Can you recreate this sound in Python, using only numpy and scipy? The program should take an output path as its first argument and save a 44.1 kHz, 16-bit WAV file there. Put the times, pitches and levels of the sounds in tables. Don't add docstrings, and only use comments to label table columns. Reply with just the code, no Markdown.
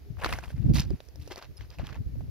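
import sys
import numpy as np
from scipy import signal
from scipy.fft import rfft, irfft
from scipy.io import wavfile
from scipy.ndimage import uniform_filter1d

SR = 44100
rng = np.random.default_rng(int(sys.argv[2]) if len(sys.argv) > 2 else 0)


def unload_audio(sound):
    columns = np.transpose(np.atleast_2d(sound))
    steps = np.round(np.clip(columns, -1, 1) * 32767)
    wavfile.write(sys.argv[1], SR, steps.astype(np.int16))


N = 101429


def amp(db):
    return 10 ** (np.asarray(db, float) / 20)


def even(x):
    return x / np.sqrt(np.mean(x ** 2, axis=-1, keepdims=True) + 1e-20)


def shape(x, points, sign=1):
    hz = np.fft.rfftfreq(x.shape[-1], 1 / SR)
    curve_hz, curve_db = np.transpose(points)
    gain_db = np.interp(np.log(hz + 1), np.log(curve_hz + 1), curve_db)
    return irfft(rfft(x) * amp(sign * gain_db), x.shape[-1])


def column(table, index):
    return np.interp(np.arange(N) / SR, [row[0] for row in table], [row[index] for row in table])


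def add(mix, start_s, sound, pan_db):
    part = mix[:, max(round(start_s * SR), 0):][:, :sound.shape[-1]]
    part += amp([[pan_db / 2], [-pan_db / 2]]) * sound[..., :part.shape[1]]


# start_s, length_s, body_db, grit_db, fizz_db
SCRAPE_STROKES = [(0.183, 0.088, -50, -67, -64), (0.211, 0.13, -43, -88, -63),
                  (0.278, 0.09, -50.5, -54, -55), (0.365, 0.072, -55, -66.5, -66),
                  (0.425, 0.096, -56.5, -64.5, -61), (0.555, 0.42, -64, -70, -73.5),
                  (0.735, 0.056, -54, -41, -43), (0.754, 0.052, -45.5, -43.5, -74),
                  (0.815, 0.026, -62, -56.5, -78), (1.022, 0.048, -110, -71, -69),
                  (1.194, 0.14, -70, -64, -63.5), (1.306, 0.024, -43, -48.5, -87),
                  (1.364, 0.027, -46, -59.5, -59.5), (1.413, 0.036, -50, -59, -86),
                  (1.57, 0.079, -61, -62.5, -98), (1.698, 0.06, -61, -62, -90),
                  (1.787, 0.031, -49, -63, -77), (1.833, 0.081, -54, -62, -80),
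                  (1.922, 0.045, -50, -66, -96), (2.174, 0.039, -82, -84, -67)]
# freq_hz, gain_db
BODY_COLOUR = [(200, -12), (500, -3), (1200, 0), (2200, -3), (3200, -7), (4500, -18), (16000, -50)]
GRIT_COLOUR = [(500, -87), (2000, -11), (3500, -4.5), (5500, -2), (7200, -16), (9000, -32), (16000, -36)]
FIZZ_COLOUR = [(200, -56), (6000, -12), (8200, -8), (10000, 0.5), (14300, 0), (15000, 1), (16000, -23)]
GRAINS_PER_S, SPREAD_DB, GRAIN_PAN_DB = 6000, 3.6, 3.0
SMOOTH_SHARE = .3
ATTACK_S, RELEASE_S = .006, .014
CLUMP_DB, SAG_DB = 2.0, -2
RING_S, RISE_S = .00025, .0003


def grind():
    t, ring_t = np.arange(N) / SR, np.arange(200) / SR
    hits = rng.random(N) < GRAINS_PER_S / SR
    size = hits * amp(SPREAD_DB * np.minimum(rng.exponential(1, N), 4))
    stone, grains = rng.integers(0, 24, N), np.zeros((2, N))
    for k, hz in enumerate(np.geomspace(400, 16000, 24)):
        decay = np.exp(-ring_t / (1.5 / hz + RING_S))
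        ring = np.sin(2 * np.pi * hz * ring_t) * decay * np.minimum(ring_t / RISE_S, 1) * np.sqrt(hz)
        one_stone = signal.oaconvolve(size * (stone == k), ring)[:N]
        add(grains, 0, one_stone, GRAIN_PAN_DB * rng.standard_normal())

    slow_noise = uniform_filter1d(uniform_filter1d(rng.standard_normal(N), size=200), size=200)
    clumps = amp(CLUMP_DB * even(slow_noise))
    level, hiss = np.zeros((3, N)), rng.standard_normal((3, N))
    for start_s, length_s, *band_db in SCRAPE_STROKES:
        part = slice(round(start_s * SR), round((start_s + length_s + 8 * RELEASE_S) * SR))
        age = t[part] - start_s
        release = np.exp(-np.maximum(age - length_s, 0) / RELEASE_S)
        stroke = np.clip(age / ATTACK_S, 0, 1) * amp(SAG_DB * age / length_s) * release
        level[:, part] += amp(band_db)[:, None] * stroke

    out = np.zeros((2, N))
    for k, colour in enumerate([BODY_COLOUR, GRIT_COLOUR, FIZZ_COLOUR]):
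        rough = even(shape(grains, colour))
        smooth = even(shape(hiss[0] + hiss[1:], colour))
        out += level[k] * ((1 - SMOOTH_SHARE) * rough + SMOOTH_SHARE * smooth)
    return clumps * out


# start_s, level_db, low_ring_hz, upper_ring_hz, upper_ring_db (relative to level_db)
STONE_CRACKS = [(0.17, -41.5, 1190, 2630, -21), (0.224, -39, 1900, 4500, -21),
                (0.2362, -17.5, 1640, 3230, -26), (0.238, -26, 1750, 990, -10),
                (0.2458, -10.5, 1260, 4220, -9), (0.259, -22.5, 530, 4200, -0.5),
                (0.2622, -14.5, 1110, 2200, -10), (0.292, -30, 633, 1900, -7),
                (0.3261, -14, 1240, 2520, -6), (0.336, -25.5, 1080, 2090, 4.5),
                (0.387, -25.5, 740, 1530, -4), (0.438, -32, 794, 2440, -3), (0.504, -37.5, 560, 1530, -4),
                (0.737, -39.5, 538, 4750, 13), (0.755, -33, 575, 4020, 5), (0.784, -17, 2370, 5400, -7),
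                (0.7955, -26.5, 3400, 3600, 4.5), (0.7976, -25.5, 2030, 5030, 9),
                (0.804, -36, 2000, 5900, 18), (0.850, -49, 538, 4360, 4), (0.905, -35, 550, 4770, -2),
                (1.0039, -36, 584, 3880, 0), (1.052, -62, 711, 5490, 12), (1.087, -46, 455, 5540, 5.5),
                (1.158, -43, 545, 5430, 7), (1.276, -34, 479, 5500, 2.5), (1.303, -40, 660, 2920, -12),
                (1.3205, -35.5, 700, 3180, 9), (1.3593, -34, 660, 4650, 2.5),
                (1.379, -32.5, 400, 5570, 0.5), (1.425, -30, 1420, 4690, -2.5), (1.444, -45, 624, 5100, 6),
                (1.609, -31, 2070, 3020, -9.5), (1.704, -56.5, 483, 4830, 19), (1.786, -39, 751, 2600, 3),
                (1.796, -28, 650, 2900, -18), (1.869, -38, 1240, 3300, 8), (1.891, -34.5, 1370, 2700, -7),
                (1.897, -33, 1240, 3460, -12), (1.928, -29.5, 1740, 3380, -14), (1.945, -43, 900, 2480, 2),
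                (1.956, -40, 895, 2200, -2), (2.156, -42.5, 510, 5070, -18), (2.208, -38, 676, 2530, -25)]
RING_CYCLES, UPPER_CYCLES = 1.0, 3.2
TICK_DB, SNAP_DB, RATTLE_DB = -8.5, -22.5, -18.5
TICK_T60, SNAP_T60, RATTLE_T60 = 0.0049, 0.02, 0.044


def cracks():
    out, t = np.zeros((2, N)), np.arange(1536) / SR
    noise = rng.standard_normal((len(STONE_CRACKS), 3, 2, len(t)))
    for row, (tick_noise, snap_noise, rattle_noise) in zip(STONE_CRACKS, noise):
        start_s, level_db, low_hz, upper_hz, upper_db = row
        low_ring = np.sin(2 * np.pi * low_hz * t) * np.exp(-t * low_hz / RING_CYCLES)
        upper_ring = amp(upper_db) * np.sin(2 * np.pi * upper_hz * t) * np.exp(-t * upper_hz / UPPER_CYCLES)
        tick_colour = even(shape(tick_noise[0] + .5 * tick_noise, GRIT_COLOUR))
        tick = amp(upper_db + TICK_DB - 60 * t / TICK_T60) * tick_colour
        snap = amp(upper_db + SNAP_DB - 60 * t / SNAP_T60) * even(shape(snap_noise, FIZZ_COLOUR))
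        neighbours = shape(rattle_noise, BODY_COLOUR) + amp(upper_db) * shape(rattle_noise, GRIT_COLOUR)
        rattle = amp(RATTLE_DB - 60 * t / RATTLE_T60) * even(neighbours)
        crack = low_ring + upper_ring + tick + snap + rattle
        add(out, start_s, amp(level_db) * np.minimum(t / RISE_S, 1) * crack, 0)
    return out


# start_s, level_db, pitch_hz
SOLE_THUDS = [(0.258, -29, 312), (0.91, -28, 370), (1.312, -32, 362), (1.79, -40, 565)]
THUD_RISE_S, THUD_T60 = 0.0016, 0.048


def thuds():
    out, t = np.zeros((2, N)), np.arange(3000) / SR
    for start_s, level_db, hz in SOLE_THUDS:
        envelope = amp(level_db - 60 * t / THUD_T60) * np.minimum(t / THUD_RISE_S, 1)
        add(out, start_s, envelope * np.sin(2 * np.pi * hz * t), 0)
    return out


CHIRP_S, CHIRP_LENGTH_S, CHIRP_HZ, CHIRP_DB = 1.568, 0.016, 5150, -47.5
CHIRP_OCTAVE_DB, CHIRP_SLIPS_HZ = -3, 200


def chirp():
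    out, t = np.zeros((2, N)), np.arange(0, CHIRP_LENGTH_S, 1 / SR)
    waver = np.cumsum(0.087 * rng.standard_normal(len(t)))
    phase = 2 * np.pi * CHIRP_HZ * t + waver
    tone = np.sin(phase) + amp(CHIRP_OCTAVE_DB) * np.sin(2 * phase)
    slips = np.sin(np.pi * CHIRP_SLIPS_HZ * t) ** 2
    add(out, CHIRP_S, amp(CHIRP_DB) * slips * tone, 0)
    return out


# freq_hz, left_minus_right_db
PORT_COLOUR = [(180, -1.5), (550, 7), (1650, -2.5), (4970, -2.5), (15000, 2.5)]
LEFT_LAG_S = .00004
SCATTER_T60, SCATTER_LEVEL_DB = .008, -12


def ground(x):
    t = np.arange(800) / SR
    taps = rng.standard_normal((2, len(t))) * amp(-60 * t / SCATTER_T60)
    taps *= amp(SCATTER_LEVEL_DB) / np.linalg.norm(taps, axis=1, keepdims=True)
    taps[0, :16] += np.sinc(np.arange(16) - 6 - LEFT_LAG_S * SR)
    taps[1, 6] += 1
    left, right = signal.oaconvolve(x, taps, axes=1)[:, 6:N + 6]
    return np.array([shape(left, PORT_COLOUR, sign=.5), shape(right, PORT_COLOUR, sign=-.5)])


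# start_s, level_db
METAL_PINGS = [(0.238, -45), (0.311, -49.5), (0.3627, -51.5)]
PING_HZ, PING_T60 = 10400, .035


def pings():
    out, t = np.zeros((2, N)), np.arange(3000) / SR
    for start_s, level_db in METAL_PINGS:
        add(out, start_s, amp(level_db - 60 * t / PING_T60) * np.sin(2 * np.pi * PING_HZ * t), 0)
    return out


# start_s, length_s, pitch_hz, level_db
FAINT_HUMS = [(0.035, 0.093, 401, -57), (1.142, 0.19, 296.7, -56.5)]


def hums():
    out = np.zeros((2, N))
    for start_s, length_s, hz, level_db in FAINT_HUMS:
        t = np.arange(0, length_s, 1 / SR)
        swell = np.sin(np.pi * t / length_s) ** .5
        add(out, start_s, amp(level_db) * swell * np.sin(2 * np.pi * hz * t), 0)
    return out


# time_s, left_db, right_db
WIND_LEVELS = [(0.0, -53, -48), (0.1, -39.5, -54), (0.33, -35, -32.5), (0.39, -36, -47.5), (0.42, -42, -46),
               (0.48, -35.5, -43), (0.51, -49, -52), (0.54, -37.5, -35), (0.59, -29, -42),
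               (0.65, -23.5, -32), (0.7, -18.5, -18), (0.79, -49, -23.5), (0.83, -29.5, -29.5),
               (0.89, -40.5, -28.5), (0.94, -19.5, -24), (0.98, -75, -57.5), (1.08, -72, -50),
               (1.2, -39, -49), (1.42, -74, -57), (1.51, -45, -39), (1.58, -48.5, -93), (1.62, -42, -47),
               (1.71, -51, -51), (1.78, -46, -43), (1.83, -30.5, -33.5), (1.88, -57, -37),
               (2.01, -29.5, -33.5), (2.04, -36.5, -45.5), (2.07, -34, -28), (2.1, -35, -42),
               (2.13, -36.5, -34), (2.22, -36, -35), (2.29, -36.5, -42)]
# freq_hz, gain_db
GUST_COLOUR = [(12, -72), (30, -15), (55, 4), (100, -0.5), (150, -8), (210, -13.5), (315, -18.5),
               (430, -33), (770, -46), (1100, -88)]
# centre_s, level_db, swing_hz, left_minus_right_db
PRESSURE_BUFFETS = [(0.108, -30.5, 115, 17), (0.546, -24, 112.7, -8), (0.604, -23, 104, 17.5),
                    (0.648, -24.5, 97, 22), (0.664, -18, 127.6, -16.5), (0.709, -18.5, 120, 17),
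                    (0.717, -19.5, 152, -13), (0.744, -25.5, 160, 26), (0.786, -18.5, 112, 5),
                    (0.802, -23.5, 138, 18), (0.933, -32.5, 88, -4), (1.2, -30.5, 89, -1),
                    (1.817, -41, 111, 1), (2.006, -27.5, 110.5, 1), (2.219, -33, 113, 5)]
BUFFET_CYCLES = 0.84
LUMP_DB, LUMP_HZ = 3.5, 24.4
WIND_SAME = -0.28
BRIGHTEN, CALM_DB = 0.098, -32.5


def wind():
    turbulence, lumps = rng.standard_normal((2, 2, N))
    turbulence[1] += WIND_SAME * turbulence[0]
    lumps = even(shape(lumps, [(1, 0), (LUMP_HZ, 0), (3 * LUMP_HZ, -40), (20000, -90)]))
    level_db = np.array([column(WIND_LEVELS, index=1), column(WIND_LEVELS, index=2)])
    flow = even(shape(turbulence, GUST_COLOUR + [(2000, -97.0)]))
    low = shape(flow, [(140, 10), (220, -46), (400, -89.5)])
    brightness = amp(BRIGHTEN * (level_db - CALM_DB))
    out = amp(level_db + LUMP_DB * lumps) * (low + brightness * (flow - low))
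    for centre_s, buffet_db, hz, pan_db in PRESSURE_BUFFETS:
        cycles = np.arange(-2, 2, hz / SR)
        bell = np.exp(-(cycles / BUFFET_CYCLES) ** 2 * 2)
        add(out, centre_s - 2 / hz, amp(buffet_db) * bell * np.sin(2 * np.pi * cycles), pan_db)
    return out


# freq_hz, gain_db
AIR_COLOUR = [(150, -13), (250, -5.5), (407, -3), (1100, -19.5), (1980, -18), (3460, -22.5), (4900, -20.5),
              (6590, -26), (8260, -38.5), (11700, -23.5), (16000, -30.5)]
AIR_DB, AIR_SAME = -62, 0.46


def air():
    noise = rng.standard_normal((3, N))
    ports = AIR_SAME * noise[0] + np.sqrt(1 - AIR_SAME ** 2) * noise[1:]
    return amp(AIR_DB) * even(shape(ports, [(60, -36)] + AIR_COLOUR))


def scene():
    steps = grind() + cracks() + thuds() + chirp()
    return ground(steps) + pings() + hums() + wind() + air()


EDGE_HZ = 15800


def record(dry):
    low_pass = signal.firwin(511, EDGE_HZ, window=("kaiser", 9), fs=SR)
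    return signal.oaconvolve(dry, low_pass[None], "same")


dry = scene()
out = record(dry)
unload_audio(out)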